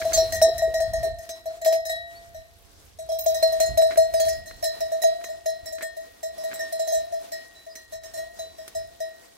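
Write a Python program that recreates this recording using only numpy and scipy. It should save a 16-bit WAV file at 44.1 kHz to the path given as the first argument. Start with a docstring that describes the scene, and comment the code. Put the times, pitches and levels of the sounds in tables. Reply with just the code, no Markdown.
"""A sheet-metal bell clanks on one animal of a flock walking up a mountain pasture. With every step
the clapper swings and rattles against the wall; near-twin modes beat as the bell moves off to the right.
Its hanger jingles, hooves knock loose stones, snap stems and brush through plants, and a small bird
chirps. Behind it a brook hisses, puffs of wind rumble on the microphone and a hand rubs the case."""
import sys
import numpy as np
from scipy import signal
from scipy.io import wavfile

SR = 44100
rng = np.random.default_rng(int(sys.argv[2]) if len(sys.argv) > 2 else 0)


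def bounce(signal):
    """Save signal as a 16-bit WAV file at the path given by the first command-line argument."""
    frames = np.transpose(np.atleast_2d(signal))
    limited = np.clip(frames, -1, 1)
    pcm = np.round(limited * 32767).astype(np.int16)
    wavfile.write(sys.argv[1], SR, pcm)


N = 413216
TIME = np.arange(N) / SR


def from_db(db):
    """Decibels to gain."""
    return 10 ** (np.asarray(db) / 20)


def rms_one(x):
    """Scale to unit power."""
    return x / np.sqrt(np.mean(x ** 2) + 1e-20)


def automation(rows):
    """A control curve through (time, value) breakpoints."""
    return np.interp(TIME, *np.transpose(rows))


def smooth(x, seconds):
    """One-pole lag."""
    r = np.exp(-1 / (seconds * SR))
    return signal.lfilter([1 - r], [1, -r], x + 1e-18)


def band(x, low_hz, high_hz):
    """Gentle band-pass."""
    return signal.sosfilt(signal.butter(2, [low_hz, high_hz], "band", fs=SR, output="sos"), x + 1e-18)


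def drift(per_s):
    """A random modulator gliding between values of spread 1."""
    return np.interp(TIME * per_s, np.arange(4096), rng.standard_normal(4096))


def noise(spectrum, flicker_db, correlation):
    """Stereo noise in half-octave bands that flicker partly together; rms 1."""
    edges = 18 * 2 ** (np.arange(21) / 2)
    points_hz, points_db = np.transpose(spectrum)
    white, together, out = rng.standard_normal((2, 2, N)), drift(16), 0
    for k, (low, high) in enumerate(zip(edges, edges[1:])):
        if low <= 2 * points_hz[-1]:
            level_db = np.interp(np.log(low * high) / 2, np.log(points_hz), points_db)
            flicker = flicker_db * (1.9 * together + drift(35))
            out = out + band(white[k % 2], low, high) * from_db(level_db + flicker)
    mid, side = out
    return rms_one(np.sqrt(1 + correlation) * mid + np.sqrt(1 - correlation) * side * [[1], [-1]])


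def taps(times, levels_db):
    """One click at each time."""
    clicks = np.zeros(N)
    clicks[np.clip(np.asarray(times) * SR, 0, N - 1).astype(int)] = from_db(levels_db)
    return clicks


def bursts(times, levels_db, t60):
    """An envelope that jumps at each time and falls 60 dB in t60 seconds."""
    return signal.lfilter([1], [1, -from_db(-60 / (t60 * SR))], taps(times, levels_db) + 1e-18)


def crackle(per_s, spread_db):
    """Tiny snaps of stems and splashes; rms 1."""
    sizes = from_db(spread_db * np.minimum(rng.exponential(1, N), 4)) * rng.standard_normal((2, N))
    grains = sizes * (rng.random(N) < per_s / SR)
    pitch = rng.integers(0, 8, size=N)
    return rms_one(sum(band(grains * (pitch == k), hz, hz * 1.394) * (1400 / hz) ** 0.13
                       for k, hz in enumerate(np.geomspace(1400, 11000, num=8))))


# fader ride of the brook and brushed plants: (time [s], relative level [dB])
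RUSTLE = [(0, -48.5), (.3, -57), (1.2, -65.5), (2.8, -67.5), (3.3, -58.5), (5.1, -61), (6.1, -67.5),
          (6.5, -60.5), (7.6, -63.5), (9.37, -64)]
# tone of their hiss: (frequency [Hz], relative density [dB])
HISS_SPECTRUM = [(100, 1), (400, 13.5), (1000, 6.5), (2800, 2.5), (4500, 6), (15000, -4.5)]


def pasture(floor_db):
    """The bed: running water and brushed plants hiss and crackle; the water never falls silent."""
    hiss = noise(HISS_SPECTRUM, flicker_db=1.5, correlation=0.05)
    fader = np.hypot(from_db(automation(RUSTLE)), from_db(floor_db))
    return fader * (from_db(9.5) * hiss + crackle(per_s=390, spread_db=-0.8))


# swell of the breeze: (time [s], relative level [dB])
BREEZE = [(0, -49.5), (1.05, -44.5), (1.3, -62.5), (2.8, -59), (4.4, -51.5), (5.1, -64), (7.6, -71),
          (8.3, -61), (9.37, -73)]
# sudden puffs: (time [s], relative level [dB])
PUFFS = [(0.152, -35), (0.359, -42), (0.873, -39), (0.978, -36), (3.691, -34.5), (4.267, -50), (5.629, -47),
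         (6.976, -47), (8.76, -44)]
# tone of the rumble: (frequency [Hz], relative density [dB])
WIND_SPECTRUM = [(20, -35.5), (45, -5.5), (80, -5.5), (130, -20), (900, -49)]


def wind():
    """Breeze and puffs rumble on the microphone, stronger on the right."""
    breeze = from_db(automation(BREEZE) + 4)
    puffs = smooth(bursts(*np.transpose(PUFFS), t60=0.3), seconds=0.0011)
    rumble = noise(WIND_SPECTRUM, flicker_db=1, correlation=0.39)
    return (breeze + puffs) * rumble * from_db([[-3.5], [2]])


# shifts of the hand: (time [s], relative level [dB])
RUBS = [(0.214, -29), (0.464, -26), (0.671, -34.5), (1.047, -34.5)]


def handling():
    """A hand shifts on the case beside the left microphone port: short dull rubs."""
    rubs = smooth(bursts(*np.transpose(RUBS), t60=0.12), seconds=0.01)
    return rubs * rms_one(band(rng.standard_normal((2, N)), 370, 554)) * from_db([[5], [-10]])


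# bird calls: (time [s], start pitch [Hz], end pitch [Hz], level [dB])
CHIRPS = [(2.145, 4250, 4650, -49), (4.16, 4950, 4510, -40.5), (7.695, 5130, 4870, -47.5)]


def bird(length_s, waver_hz):
    """A small bird whistles short, wavering glides."""
    out = np.zeros(N)
    for start, from_hz, to_hz, level_db in CHIRPS:
        along = np.clip((TIME - start) / length_s, 0, 1)
        hz = from_hz + (to_hz - from_hz) * along + waver_hz * drift(340)
        out += from_db(level_db) * np.sin(np.pi * along) * np.sin(2 * np.pi * np.cumsum(hz) / SR)
    return out


# dry stems snapping underfoot: (time [s], level [dB])
STEM_SNAPS = [(3.191, -35), (8.679, -37.5)]


def stems(grit_db):
    """A stem breaks in a short bright burst of splitting fibres."""
    fibres = rng.standard_normal((2, N)) * from_db(grit_db * drift(360))
    return bursts(*np.transpose(STEM_SNAPS), t60=0.06) * rms_one(band(fibres, 3000, 14000))


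# short hard knocks, hooves on stones and one knock of the clapper (at 0.172 s):
# (time [s], relative level [dB], decay t60 [s])
KNOCKS = [(0.016, -23, 0.1), (0.122, -22, 0.043), (.172, -28, .035), (3.909, -23.5, 0.16),
          (3.958, -23, 0.038), (4.511, -32, 0.046), (5.2135, -32.5, 0.036), (5.242, -24, 0.027),
          (5.7831, -26, 0.049), (5.8089, -21.5, 0.099), (6.5128, -28.5, 0.23), (6.5315, -20, 0.01),
          (8.6781, -29, 0.034)]


def hard_knocks(grit_db):
    """Hoof on stone or clapper on wall: a sharp tick, a dull thud, a hollow note and a gritty crack."""
    grit = rng.standard_normal((2, N)) * from_db(grit_db * drift(250))
    envelope = sum(bursts([s], [db], t60) for s, db, t60 in KNOCKS)
    thud = from_db(-16.5) * rms_one(band(grit, 260, 570))
    hollow = from_db(-11) * rms_one(band(grit, 1500, 2280))
    crack = from_db(-17) * rms_one(band(grit, 1240, 4800))
    tick = from_db(14.5) * band(taps(*np.transpose(KNOCKS)[:2]), 960, 1810)
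    return tick + envelope * (thud + hollow + crack)


# jingle of the bell's hanger: (time [s], level [dB])
JINGLES = [(3.188, -29)]


def hanger(touches_per_s, width_hz):
    """Small links touch in a quick uneven run and ring thin and high."""
    touches = rng.random(N) < touches_per_s / SR
    links = sum(band(touches * rng.standard_normal((2, N)), hz, hz + width_hz)
                for hz in np.linspace(11970, 15550, num=7))
    return bursts(*np.transpose(JINGLES), t60=0.5) * rms_one(links)


# clapper blows, which also ring the bell: (time [s], contact snap [dB], swing weight [dB])
BLOWS = [(0.0004, -34, -29.5), (0.049, -33.5, -21.5), (0.132, -17.5, -25), (0.174, -21, -17),
         (0.3226, -21.5, -27.5), (0.353, -28.5, -32.5), (0.416, -18.5, -10), (0.5788, -26.5, -33),
         (0.62, -35, -18.5), (0.74, -29, -22.5), (0.802, -30.5, -21), (0.9336, -30, -24),
         (1.0296, -31, -22.5), (1.185, -40, -40.5), (1.2913, -34.5, -35.5), (1.4564, -39, -28),
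         (1.615, -35.5, -32), (1.647, -22.5, -31), (1.659, -28.5, -15.5), (1.725, -28.5, -19.5),
         (1.8522, -26.5, -32.5), (1.894, -27.5, -28.5), (2.3443, -43, -39), (2.987, -39, -35.5),
         (3.089, -37, -26), (3.116, -34, -25.5), (3.186, -33, -34.5), (3.261, -23.5, -17.5),
         (3.343, -26, -25), (3.4251, -24, -15.5), (3.5218, -31.5, -22.5), (3.601, -20.5, -16.5),
         (3.7736, -21.5, -15), (3.8209, -29, -15), (3.973, -22.5, -14), (4.138, -29, -18.5),
         (4.1984, -22.5, -19), (4.25, -28.5, -19.5), (4.2833, -25.5, -55), (4.459, -38.5, -42.5),
         (4.626, -29, -23.5), (4.64, -24.5, -21.5), (4.805, -32, -23), (4.917, -35.5, -22.5),
         (5.018, -23.5, -28), (5.037, -28, -12.5), (5.2388, -32.5, -42.5), (5.286, -42.5, -30.5),
         (5.4583, -28.5, -23), (5.6572, -33, -35), (5.723, -35.5, -31), (5.823, -29.5, -31),
         (5.967, -41.5, -34), (6.2294, -32.5, -28), (6.378, -39.5, -31.5), (6.436, -36, -27.5),
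         (6.537, -32, -35), (6.592, -32.5, -29), (6.723, -31.5, -27), (6.7932, -29, -23),
         (6.874, -28.5, -26), (6.92, -27.5, -22), (6.944, -27.5, -23), (7.122, -40, -26),
         (7.318, -33, -31.5), (7.55, -55, -57), (7.664, -51, -39.5), (7.754, -37.5, -47.5),
         (7.9216, -36.5, -34), (8.035, -37.5, -41), (8.1366, -35, -35), (8.1732, -36, -28.5),
         (8.3892, -38, -31.5), (8.583, -44.5, -38.5), (8.749, -33, -27), (9.003, -36, -28)]
# tone of the clack: (frequency [Hz], relative density [dB])
CLACK_SPECTRUM = [(120, -30.5), (300, 4), (520, -23.5), (1100, -25.5), (2100, 1.5), (2800, -8),
                  (5000, -3.5), (15000, -9.5)]


def clapper(contact_db, contact_t60, scatter_db, scatter_t60, tock_db):
    """Each contact clacks and scatters off the ground and slopes; heavy blows add a hard tock."""
    times, snap_db, weight_db = np.transpose(BLOWS)
    contact = bursts(times, snap_db + contact_db, contact_t60)
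    scatter = smooth(bursts(times, snap_db + scatter_db, scatter_t60), seconds=0.0018)
    tock = band(taps(times, 2 * weight_db + tock_db), 1300, 3200)
    return (contact + scatter) * noise(CLACK_SPECTRUM, flicker_db=3.0, correlation=0.22) + tock


def strap_sway(x, depth_ms):
    """The bell swings on its strap: a wandering delay bends its pitch a little."""
    delay_s = depth_ms / 1000 * smooth(drift(10), seconds=0.051)
    return np.array([np.interp(TIME - delay_s, TIME, ear) for ear in x])


# sustain; the lowest note dies fast, its neighbour sings on: (frequency [Hz], decay t60 [s])
RING_TIMES = [(650, 0.2885), (678, 1.76), (1836, 0.44), (1891, 0.76), (4000, 0.44), (5250, 0.33),
              (5600, 0.14), (15000, 0.055)]
# the animal moves to the right: (time [s], left-ear lag [ms])
BEARING = [(0, 0.014), (1.8, 0.23), (4.8, 0.536)]


def bell_mode(hz, times, swings, rebounds_s, rise_cycles=3.33, rebound_strength=0.637, choke_db=4.5):
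    """One mode in stereo. A blow and its rebounds top up the swing; each touch jolts its phase."""
    t60 = np.interp(hz, *np.transpose(RING_TIMES))
    pole = np.exp((2j * np.pi * hz - np.log(1000) / t60) / SR)
    contact = np.clip((times[:, None] + rebounds_s) * SR, 0, N - 2).astype(int)
    treble = min(hz / 6000, 1)
    # the clapper chatters: rebounds grow lighter and stir mainly the high modes
    stir = rng.rayleigh(size=contact.shape) * rebound_strength * (0.308 + 0.974 * treble)
    stir *= np.exp(-rebounds_s / 0.0413)
    stir[:, 0] = 1
    stir /= np.linalg.norm(stir, axis=1, keepdims=True)
    jolts = rng.choice([-1, 1], stir.shape) * rng.uniform(0.4, 2.01, stir.shape)
    kicks, top_up = np.zeros(stir.shape, complex), np.zeros(len(times))
    state, last = 0j, 0
    time_order = np.argsort(contact, axis=None, kind="stable")
    for blow, touch in zip(*np.unravel_index(time_order, contact.shape)):
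        state *= pole ** (contact[blow, touch] - last)
        kept = abs(state)
        if touch == 0:   # the landing clapper chokes the old ring
            kept *= from_db(-choke_db)
            top_up[blow] = max(swings[blow] ** 2 - kept ** 2, 0) ** .5
        push = top_up[blow] * stir[blow, touch]
        phase = np.angle(state) + jolts[blow, touch] * np.arctan2(push, kept)
        after = np.hypot(kept, push) * np.exp(1j * phase)
        kicks[blow, touch] = after - state
        state, last = after, contact[blow, touch]
    # the left ear is late and, for short waves, shaded; each touch is beamed differently
    lag_ms = np.interp(times, *np.transpose(BEARING))
    shade = from_db(1.0 - 7.6 * lag_ms * treble ** 2)
    ears = np.array([shade * np.exp(-2j * np.pi * hz * lag_ms / 1000), 1 / shade])
    beam = 1 + treble * (rng.standard_normal((2, *stir.shape, 2)) @ [1, 1j])
    pushes = kicks * ears[..., None] * beam
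    drive = np.full((2, N), 1e-18)
    drive[:, contact] += pushes.real   # two taps set the size and phase of the ring
    drive[:, contact + 1] -= (pushes * pole.conjugate()).real
    ring = [1, 0, 0, 1, -2 * pole.real, abs(pole) ** 2]
    r = np.exp(-hz / (rise_cycles * SR))   # the swing builds up over a few cycles
    attack = [(1 - r * r) / 2, 0, (r * r - 1) / 2, 1, -(1 + r * r) * np.cos(np.angle(pole)), r * r]
    return np.sqrt(2) * signal.sosfilt([ring, attack], drive)


# splits between the registers hum, second partial, clang and shimmer: (frequency [Hz])
REGISTER_TOPS_HZ = [1000, 2500, 4800]
# low and middle modes: (frequency [Hz], level within the register [dB])
BODY_MODES = [(650, 18), (678, -6), (1836, -4.5), (1891, -6), (3298, -7.5), (3898, 6), (3962, 4),
              (4070, 3.5), (4156, 4.5), (4474, -6.5), (4511, -10.5)]
# close-packed high modes: (frequency [Hz])
SHIMMER_MODES_HZ = [5203, 5245, 5426, 5577, 5615, 6045, 6255, 6393, 6504, 7030, 7364, 7504, 7913, 8025,
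                    8689, 8872, 9245]
# their roll-off: (frequency [Hz], level within the register [dB])
SHIMMER_TILT = [(5500, 2.5), (15000, -3)]
# the second partial after a usual blow: (time [s], level [dB])
PARTIAL_LEVEL = [(0.1, -49.5), (.33, -34), (1.03, -37), (1.3, -49.5), (1.66, -36), (3.2, -60.5),
                 (3.36, -41.5), (9.0, -48.5)]
# blows on a spot where one mode sings out: (time [s], mode frequency [Hz], level [dB])
CLINKS = [(.133, 4467, -31.5), (.133, 6393, -23.5), (.175, 4156, -33.5), (.417, 1836, -33.5),
          (.417, 5556, -23.5), (.579, 1891, -34.5), (1.894, 678, -36), (1.894, 1891, -31.5),
          (1.894, 3898, -35), (3.426, 4156, -29.5), (3.601, 1891, -35), (4.639, 4070, -32),
          (5.019, 1891, -39.5), (5.823, 1836, -37), (6.591, 1836, -33.5), (7.318, 1891, -42),
          (7.55, 3962, -52), (8.175, 1891, -42.5), (8.388, 3962, -45.5), (9.003, 1891, -46)]


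def bell(hum_scatter_db, twin_scatter_db, upper_scatter_db, chatter_s, usual_snap_db):
    """The struck wall rings: a blow's weight drives the low hum, its snap the high shimmer."""
    times, snap_db, weight_db = np.transpose(BLOWS)
    hum_db = weight_db + 4.5
    partial_db = np.interp(times, *np.transpose(PARTIAL_LEVEL)) + 0.36 * (snap_db - usual_snap_db)
    clang_db = snap_db + 0.14 * (weight_db - snap_db) - 15.5
    shimmer_db = snap_db - 6.5
    top_hz = np.linspace(10750, 15650, 30) + rng.normal(0, 60, 30)
    high_modes = [(hz, np.interp(hz, *np.transpose(SHIMMER_TILT))) for hz in [*SHIMMER_MODES_HZ, *top_hz]]
    modes_hz, modes_db = np.vstack([BODY_MODES, high_modes]).T
    register = np.searchsorted(REGISTER_TOPS_HZ, modes_hz)
    # each blow lands on another spot, so a register's modes share its energy unevenly
    uneven_db = np.array([hum_scatter_db, twin_scatter_db, upper_scatter_db, upper_scatter_db])[register]
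    shares = from_db(modes_db + uneven_db * rng.standard_normal((len(times), len(modes_hz))))
    rebounds_s = np.cumsum(rng.exponential(chatter_s, size=(len(times), 9)) * np.arange(9), axis=1)
    swings = np.zeros((len(modes_hz), len(times)))
    for k, level_db in enumerate([hum_db, partial_db, clang_db, shimmer_db]):
        group = shares[:, register == k]
        swings[register == k] = group.T / np.linalg.norm(group, axis=1) * from_db(level_db)
    for s, hz, db in CLINKS:
        swings[np.argmin(abs(modes_hz - hz)), np.argmin(abs(times - s))] = from_db(db)
    return sum(bell_mode(hz, times, swing, rebounds_s) for hz, swing in zip(modes_hz, swings))


def scene():
    """The bell up front, over hooves, bird, pasture bed and wind."""
    ring = bell(hum_scatter_db=2, twin_scatter_db=7, upper_scatter_db=5.5,
                chatter_s=0.0015, usual_snap_db=-27.5)
    bed = pasture(floor_db=-73)
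    clack = clapper(contact_db=-12.5, contact_t60=0.082, scatter_db=-30.5, scatter_t60=0.63, tock_db=18)
    impacts = hard_knocks(grit_db=3.5) + stems(grit_db=-0.5)
    jingle = hanger(touches_per_s=270, width_hz=80)
    animal = strap_sway(ring, depth_ms=0.137) + clack + jingle + impacts
    return animal + bird(length_s=0.053, waver_hz=124) + bed + wind() + handling()


def record(dry):
    """A steep high cut at 15.8 kHz on the mix."""
    return signal.sosfilt(signal.ellip(12, .1, 80, 15800, fs=SR, output="sos"), dry)


dry = scene()
out = record(dry)
bounce(out)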